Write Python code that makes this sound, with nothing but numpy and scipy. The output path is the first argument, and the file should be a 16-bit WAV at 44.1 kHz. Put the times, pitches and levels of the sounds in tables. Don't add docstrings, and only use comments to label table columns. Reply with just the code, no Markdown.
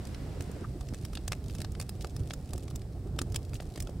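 import sys
import numpy as np
from scipy import signal
from scipy.fft import rfft, irfft
from scipy.io import wavfile
from scipy.ndimage import uniform_filter1d

SR = 44100
rng = np.random.default_rng(int(sys.argv[2]) if len(sys.argv) > 2 else 0)


def persist_wave(psi):
    counts = np.round(np.clip(psi, -1, 1) * 32767).astype(np.int16)
    wavfile.write(sys.argv[1], SR, np.atleast_2d(counts).T)


N = 176400


def undb(db):
    return 10 ** (np.asarray(db) / 20)


def unit(x):
    return x / np.sqrt(np.mean(np.sum(x ** 2, axis=-1)) + 1e-20)


def level(x, db):
    return x * undb(db) / np.sqrt(np.mean(x ** 2))


def colour(x, points):
    hz, db = np.array(points).T
    f = np.fft.rfftfreq(x.shape[-1], 1 / SR)
    return irfft(rfft(x) * undb(np.interp(np.log(f + 1), np.log(hz), db)), x.shape[-1])


def band(x, low_hz, high_hz):
    f = np.fft.rfftfreq(x.shape[-1], 1 / SR) + 1
    off_centre = (f * f - low_hz * high_hz) / (f * (high_hz - low_hz))
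    return irfft(rfft(x) / (1 + off_centre ** 4), x.shape[-1])


def stereo_noise(side_db):
    mid, side = rng.standard_normal((2, N))
    return mid + undb(side_db) * side * np.array([[1], [-1]])


def wander(per_s):
    hold = int(SR / per_s)
    steps = np.repeat(rng.standard_normal(N // hold + 1), hold)
    return level(uniform_filter1d(uniform_filter1d(steps, hold), hold)[:N], 0)


def scatter(size, db):
    return undb(db * np.clip(rng.standard_normal(size), -2, 2))


def decay(t, t60):
    return np.exp(-np.log(1000) * t / t60)


def add(out, x, start_s):
    i = int(start_s * SR)
    a, b = max(i, 0), min(i + x.shape[-1], N)
    out[:, a:b] += x[..., a - i:b - i]


# frequency in Hz, boost or cut in dB.
RUMBLE_TONE = [(15, -25), (28, -6), (45, -2), (68, 2.5), (95, -1.5), (125, -2), (165, -7), (230, -13.5),
               (330, -16), (450, -20.5), (700, -42), (1200, -40), (3000, -59.5)]
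def rumble():
    noise = colour(stereo_noise(side_db=-32.5), RUMBLE_TONE)
    return level(noise * undb(1.5 * wander(per_s=24.95)), db=-37.5)


# frequency in Hz, boost or cut in dB.
HISS_TONE = [(200, 14), (900, -1), (1800, 1.5), (3200, -2), (5200, 0.5), (6500, -6), (8000, -1),
             (11000, -8.5), (15500, -15)]
# time in seconds, level in dB.
HISS_DRIFT = [(0, -56.5), (.9, -59), (1.62, -60.5), (1.9, -60), (2.15, -60), (2.6, -61.5), (3.05, -63),
              (3.45, -61), (4, -61)]
def hiss(t):
    noise = level(colour(stereo_noise(side_db=-3), HISS_TONE), db=0)
    return noise * undb(np.interp(t, *np.array(HISS_DRIFT).T))


# frequency in Hz, boost or cut in dB.
OPENING_TONE = [(100, -6), (200, 12.5), (400, 8), (800, 0), (1600, -5.5), (3500, -12), (8000, -21),
                (15500, -43)]
def opening_hiss(t, hold_s=0.636, fade_s=0.052):
    noise = level(colour(stereo_noise(side_db=-4), OPENING_TONE), db=-50.5)
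    whine = level(np.sin(2 * np.pi * (13010 * t + wander(per_s=20) / 2)), db=-83)
    return (noise + whine) * np.clip((hold_s - t) / fade_s + 1, 0, 1)


def rustle():
    noise = band(stereo_noise(side_db=-33), low_hz=217, high_hz=848)
    return level(noise * undb(2 * wander(per_s=45)), db=-58.5)


# frequency in Hz, strength of the difference in dB.
PORT_DIFFERENCE = [(1000, -67), (4000, -11.5), (8000, -6), (14000, -0.5)]
def ports(shared, apart):
    return unit(shared) + colour(unit(apart), PORT_DIFFERENCE) * np.array([[1], [-1]])


SLIP_FADE_S = 0.0025
# frequency in Hz, boost or cut in dB.
TOUCH_TONE = [(850, 2), (1400, 2), (5000, 3.5), (6800, 1), (8500, 2), (11000, -4), (15500, -10)]
# middle in seconds, half length in seconds, strength in dB.
DRAGS = [(0.057, .04, -5), (1.02, .09, -8), (1.515, 0.082, -2.5), (2.057, 0.052, -0.5), (2.27, 0.092, -6.5),
         (2.628, 0.21, -7.5), (3.525, 0.27, -5.5), (3.901, .03, -2.5)]
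def crackle(t, pops_per_s=135, rest_db=-10):
    drag = undb(rest_db) + sum(undb(db) * np.exp(-((t - at) / half) ** 4) for at, half, db in DRAGS)
    pops = (rng.random(N) < pops_per_s / SR * drag) * drag * scatter(N, db=4)
    fading_pops = signal.lfilter([1], [1, -np.exp(-1 / (SLIP_FADE_S * SR))], pops)
    shared, apart = fading_pops * rng.standard_normal((2, N))
    sound = colour(ports(shared, apart), TOUCH_TONE)
    return level(band(sound, low_hz=2000, high_hz=SR / 2), db=-64.5)


# pitch in Hz, strength in dB, seconds to fade by 60 dB.
CASING_NOTES = [(1030, -9, 0.011), (2380, -1.5, 0.0028), (2590, -10, 0.069), (3636, -8, 0.021),
                (4640, -2, 0.017), (5200, 2.5, 0.02), (6120, -26, 0.0022), (7910, -6, 0.013)]
def casing(slips, ring_db=-11.5, size=2048):
    t = np.arange(size) / SR
    ring = np.zeros(size)
    for hz, db, t60 in CASING_NOTES:
        strength = undb(db + 4 * rng.standard_normal())
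        pitch = hz * (1 + 0.035 * rng.standard_normal())
        note = np.sin(2 * np.pi * pitch * t + rng.uniform(0, 2 * np.pi))
        ring += strength * unit(note * decay(t, t60))
    response = undb(ring_db) * unit(ring) + (t == 0)
    rung = signal.fftconvolve(slips, response[None], axes=1)[:, :slips.shape[1]]
    return colour(rung, TOUCH_TONE)


# time of the snap in seconds, levels of the lows,
# mids and highs in dB, pitch of the touch's own ring in Hz.
FINGER_TICKS = [(0.147, -59, -50.5, -58.5, 4230), (0.4085, -50, -52, -51.5, 5550),
                (0.4234, -69, -72, -54, 7350), (0.516, -76, -85, -57.5, 9300),
                (0.8107, -52, -56.5, -57.5, 1260), (0.8883, -75, -56, -57.5, 7950),
                (0.9381, -56.5, -56, -59, 1230), (0.946, -58, -54, -53, 8400),
                (1.0516, -58, -51, -49, 5300), (1.1339, -53, -58, -57, 5330), (1.1538, -66, -45, -51, 4000),
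                (1.1737, -52, -44, -59, 1690), (1.2803, -47, -45.5, -40.5, 9500),
                (1.3215, -40, -39.5, -42.5, 5100), (1.3313, -45.5, -43.5, -51, 2620),
                (1.4987, -60, -54.5, -74, 4530), (1.5512, -56, -55.5, -52.5, 8850),
                (1.585, -73, -55, -55.5, 5840), (1.6045, -60.0, -52.5, -53, 4900),
                (1.6185, -59, -47, -47.5, 5240), (1.6477, -48.5, -47, -56.5, 1630),
                (1.721, -72, -71, -56.5, 7000), (1.752, -59, -53.5, -66, 3230),
                (1.8008, -48, -45.5, -44.5, 5070), (1.8142, -64, -51, -47.5, 7500),
                (1.8246, -61, -56, -53, 5270), (1.894, -52, -52, -46, 4750), (2.0103, -74, -54, -55, 6300),
                (2.0468, -42, -50, -54.5, 1290), (2.1655, -54, -55.5, -51.5, 5630),
                (2.3083, -50, -42.5, -60, 2480), (2.337, -50.5, -51.5, -46, 8450),
                (2.535, -48.5, -53, -47, 10500), (2.5801, -56, -60.5, -52.5, 10000),
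                (2.6818, -57.0, -56, -65, 1300), (2.7115, -56, -62, -77, 1360),
                (2.7595, -58, -55.5, -46.5, 8000), (2.819, -74, -58.5, -64, 4950),
                (3.1904, -41, -37.5, -42.5, 3900), (3.217, -44, -47, -42, 9700),
                (3.323, -70, -62, -54, 7900), (3.346, -48.5, -48.5, -48.5, 6200),
                (3.3613, -49, -38.5, -37.5, 5140), (3.624, -55, -71, -64, 11800),
                (3.5344, -52, -54.5, -61, 4430), (3.544, -73, -60, -52.5, 8250),
                (3.5554, -75, -51.5, -58, 4430), (3.6023, -48, -50.5, -77, 3600),
                (3.7599, -51.5, -53, -55, 5900), (3.777, -69, -52, -55.5, 2060),
                (3.804, -65, -48, -44.5, 5850), (3.825, -62, -59, -48, 9700),
                (3.873, -49, -53.5, -61, 1320)]
def ticks(slips_per_s=8000, swell_s=0.0017, snap_db=-1, grip_db=-10, grip_cycles=1.1, size=3072):
    out = np.zeros((2, N))
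    age = np.arange(size) / SR
    lead_s = (size // 4) / SR
    t = age - lead_s
    effort = np.exp(-np.abs(t) / np.where(t < 0, swell_s, SLIP_FADE_S))
    edges_hz = [330, 1560, 5400, 12500, SR / 2]
    window_s = 0.0096
    for at, low, mid, high, hz in FINGER_TICKS:
        sizzle = high - 10.5 + 0.57 * min(high - mid, 10)
        strengths = (rng.random(size) < slips_per_s / SR) * scatter(size, db=5) * effort
        shared, apart = strengths * np.sign(rng.standard_normal((2, size)))
        slips = ports(unit(shared) + undb(snap_db) * (t == 0), apart)
        grip_note = np.sin(2 * np.pi * hz * age) * np.exp(-age * hz / grip_cycles)
        grip_ring = signal.fftconvolve(slips, grip_note[None], axes=1)[:, :size]
        sound = unit(casing(slips)) + undb(grip_db) * unit(grip_ring)
        tick = np.zeros((2, size))
        for db, low_hz, high_hz in zip([low, mid, high, sizzle], edges_hz, edges_hz[1:]):
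            part = band(sound, low_hz, high_hz)
            tick += undb(db) * part / np.linalg.norm(part.mean(axis=0))
        add(out, tick * np.sqrt(window_s * SR), at - lead_s)
    return out


# middle in seconds, level in dB, pitch in Hz.
GRIP_RUBS = [(0.371, -41, 367), (.57, -41, 430), (.623, -39, 340), (0.647, -46.5, 1250),
             (0.761, -39.5, 300), (2.634, -43.5, 368), (3.065, -46.5, 396)]
def rubs(t, half_length_s=0.0095):
    out = np.zeros(N)
    for at, db, hz in GRIP_RUBS:
        noise = band(rng.standard_normal(N), 0.68 * hz, 1.32 * hz)
        out += level(noise, db) * np.exp(-((t - at) / half_length_s) ** 2)
    return out


# start in seconds, level in dB, pitch in Hz.
FINGERTIP_THUDS = [(0.404, -28.5, 367), (0.497, -27.5, 394), (.926, -24.5, 254), (1.32, -29, 790),
                   (1.3292, -37, 610), (1.591, -27, 217), (2.0455, -27, 400), (2.3058, -30.5, 530),
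                   (2.552, -28.5, 386), (3.1872, -28, 640), (3.2148, -22.5, 260), (3.602, -29.5, 520),
                   (3.778, -29.5, 375), (3.8927, -29, 520)]
def thuds(fade_cycles=0.75, size=2048):
    out, t = np.zeros((2, N)), np.arange(size) / SR
    for start, db, hz in FINGERTIP_THUDS:
        add(out, -undb(db) * np.sin(2 * np.pi * hz * t) * np.exp(-t * hz / fade_cycles), start)
    return out


# middle in seconds, level in dB.
HAND_BUMPS = [(0.405, -31), (1.6, -28), (2.553, -25), (3.231, -34)]
def bumps(t, hz=86.4, half_length_s=0.0089):
    return sum(undb(db) * np.exp(-((t - at) / half_length_s) ** 2) * np.sin(2 * np.pi * hz * (t - at))
               for at, db in HAND_BUMPS)


def room(x, desk_db=-9.5, walls_db=-24.5, size=16384):
    t = np.arange(size) / SR
    desk, walls = rng.standard_normal((2, 2, size)) * (1 - np.exp(-t / 0.0016))
    echoes = undb(desk_db) * unit(desk * decay(t, t60=0.024))
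    tail = undb(walls_db) * unit(walls * decay(t, t60=0.39))
    return x + signal.fftconvolve(x, echoes + tail, axes=1)[:, :N]


# frequency in Hz, left minus right in dB.
LEFT_RIGHT_BALANCE = [(40, -2.5), (1500, -0.7), (5000, -0.3), (9000, 0.5)]
def scene():
    t = np.arange(N) / SR
    touches = ticks() + crackle(t) + thuds() + rubs(t) + rustle()
    left, right = room(touches) + bumps(t) + rumble() + hiss(t) + opening_hiss(t)
    return np.array([colour(left, [(hz, db / 2) for hz, db in LEFT_RIGHT_BALANCE]),
                     colour(right, [(hz, -db / 2) for hz, db in LEFT_RIGHT_BALANCE])])


def record(dry):
    return signal.sosfilt(signal.ellip(8, .2, 70, 15700, fs=SR, output="sos"), dry)


dry = scene()
out = record(dry)
persist_wave(out)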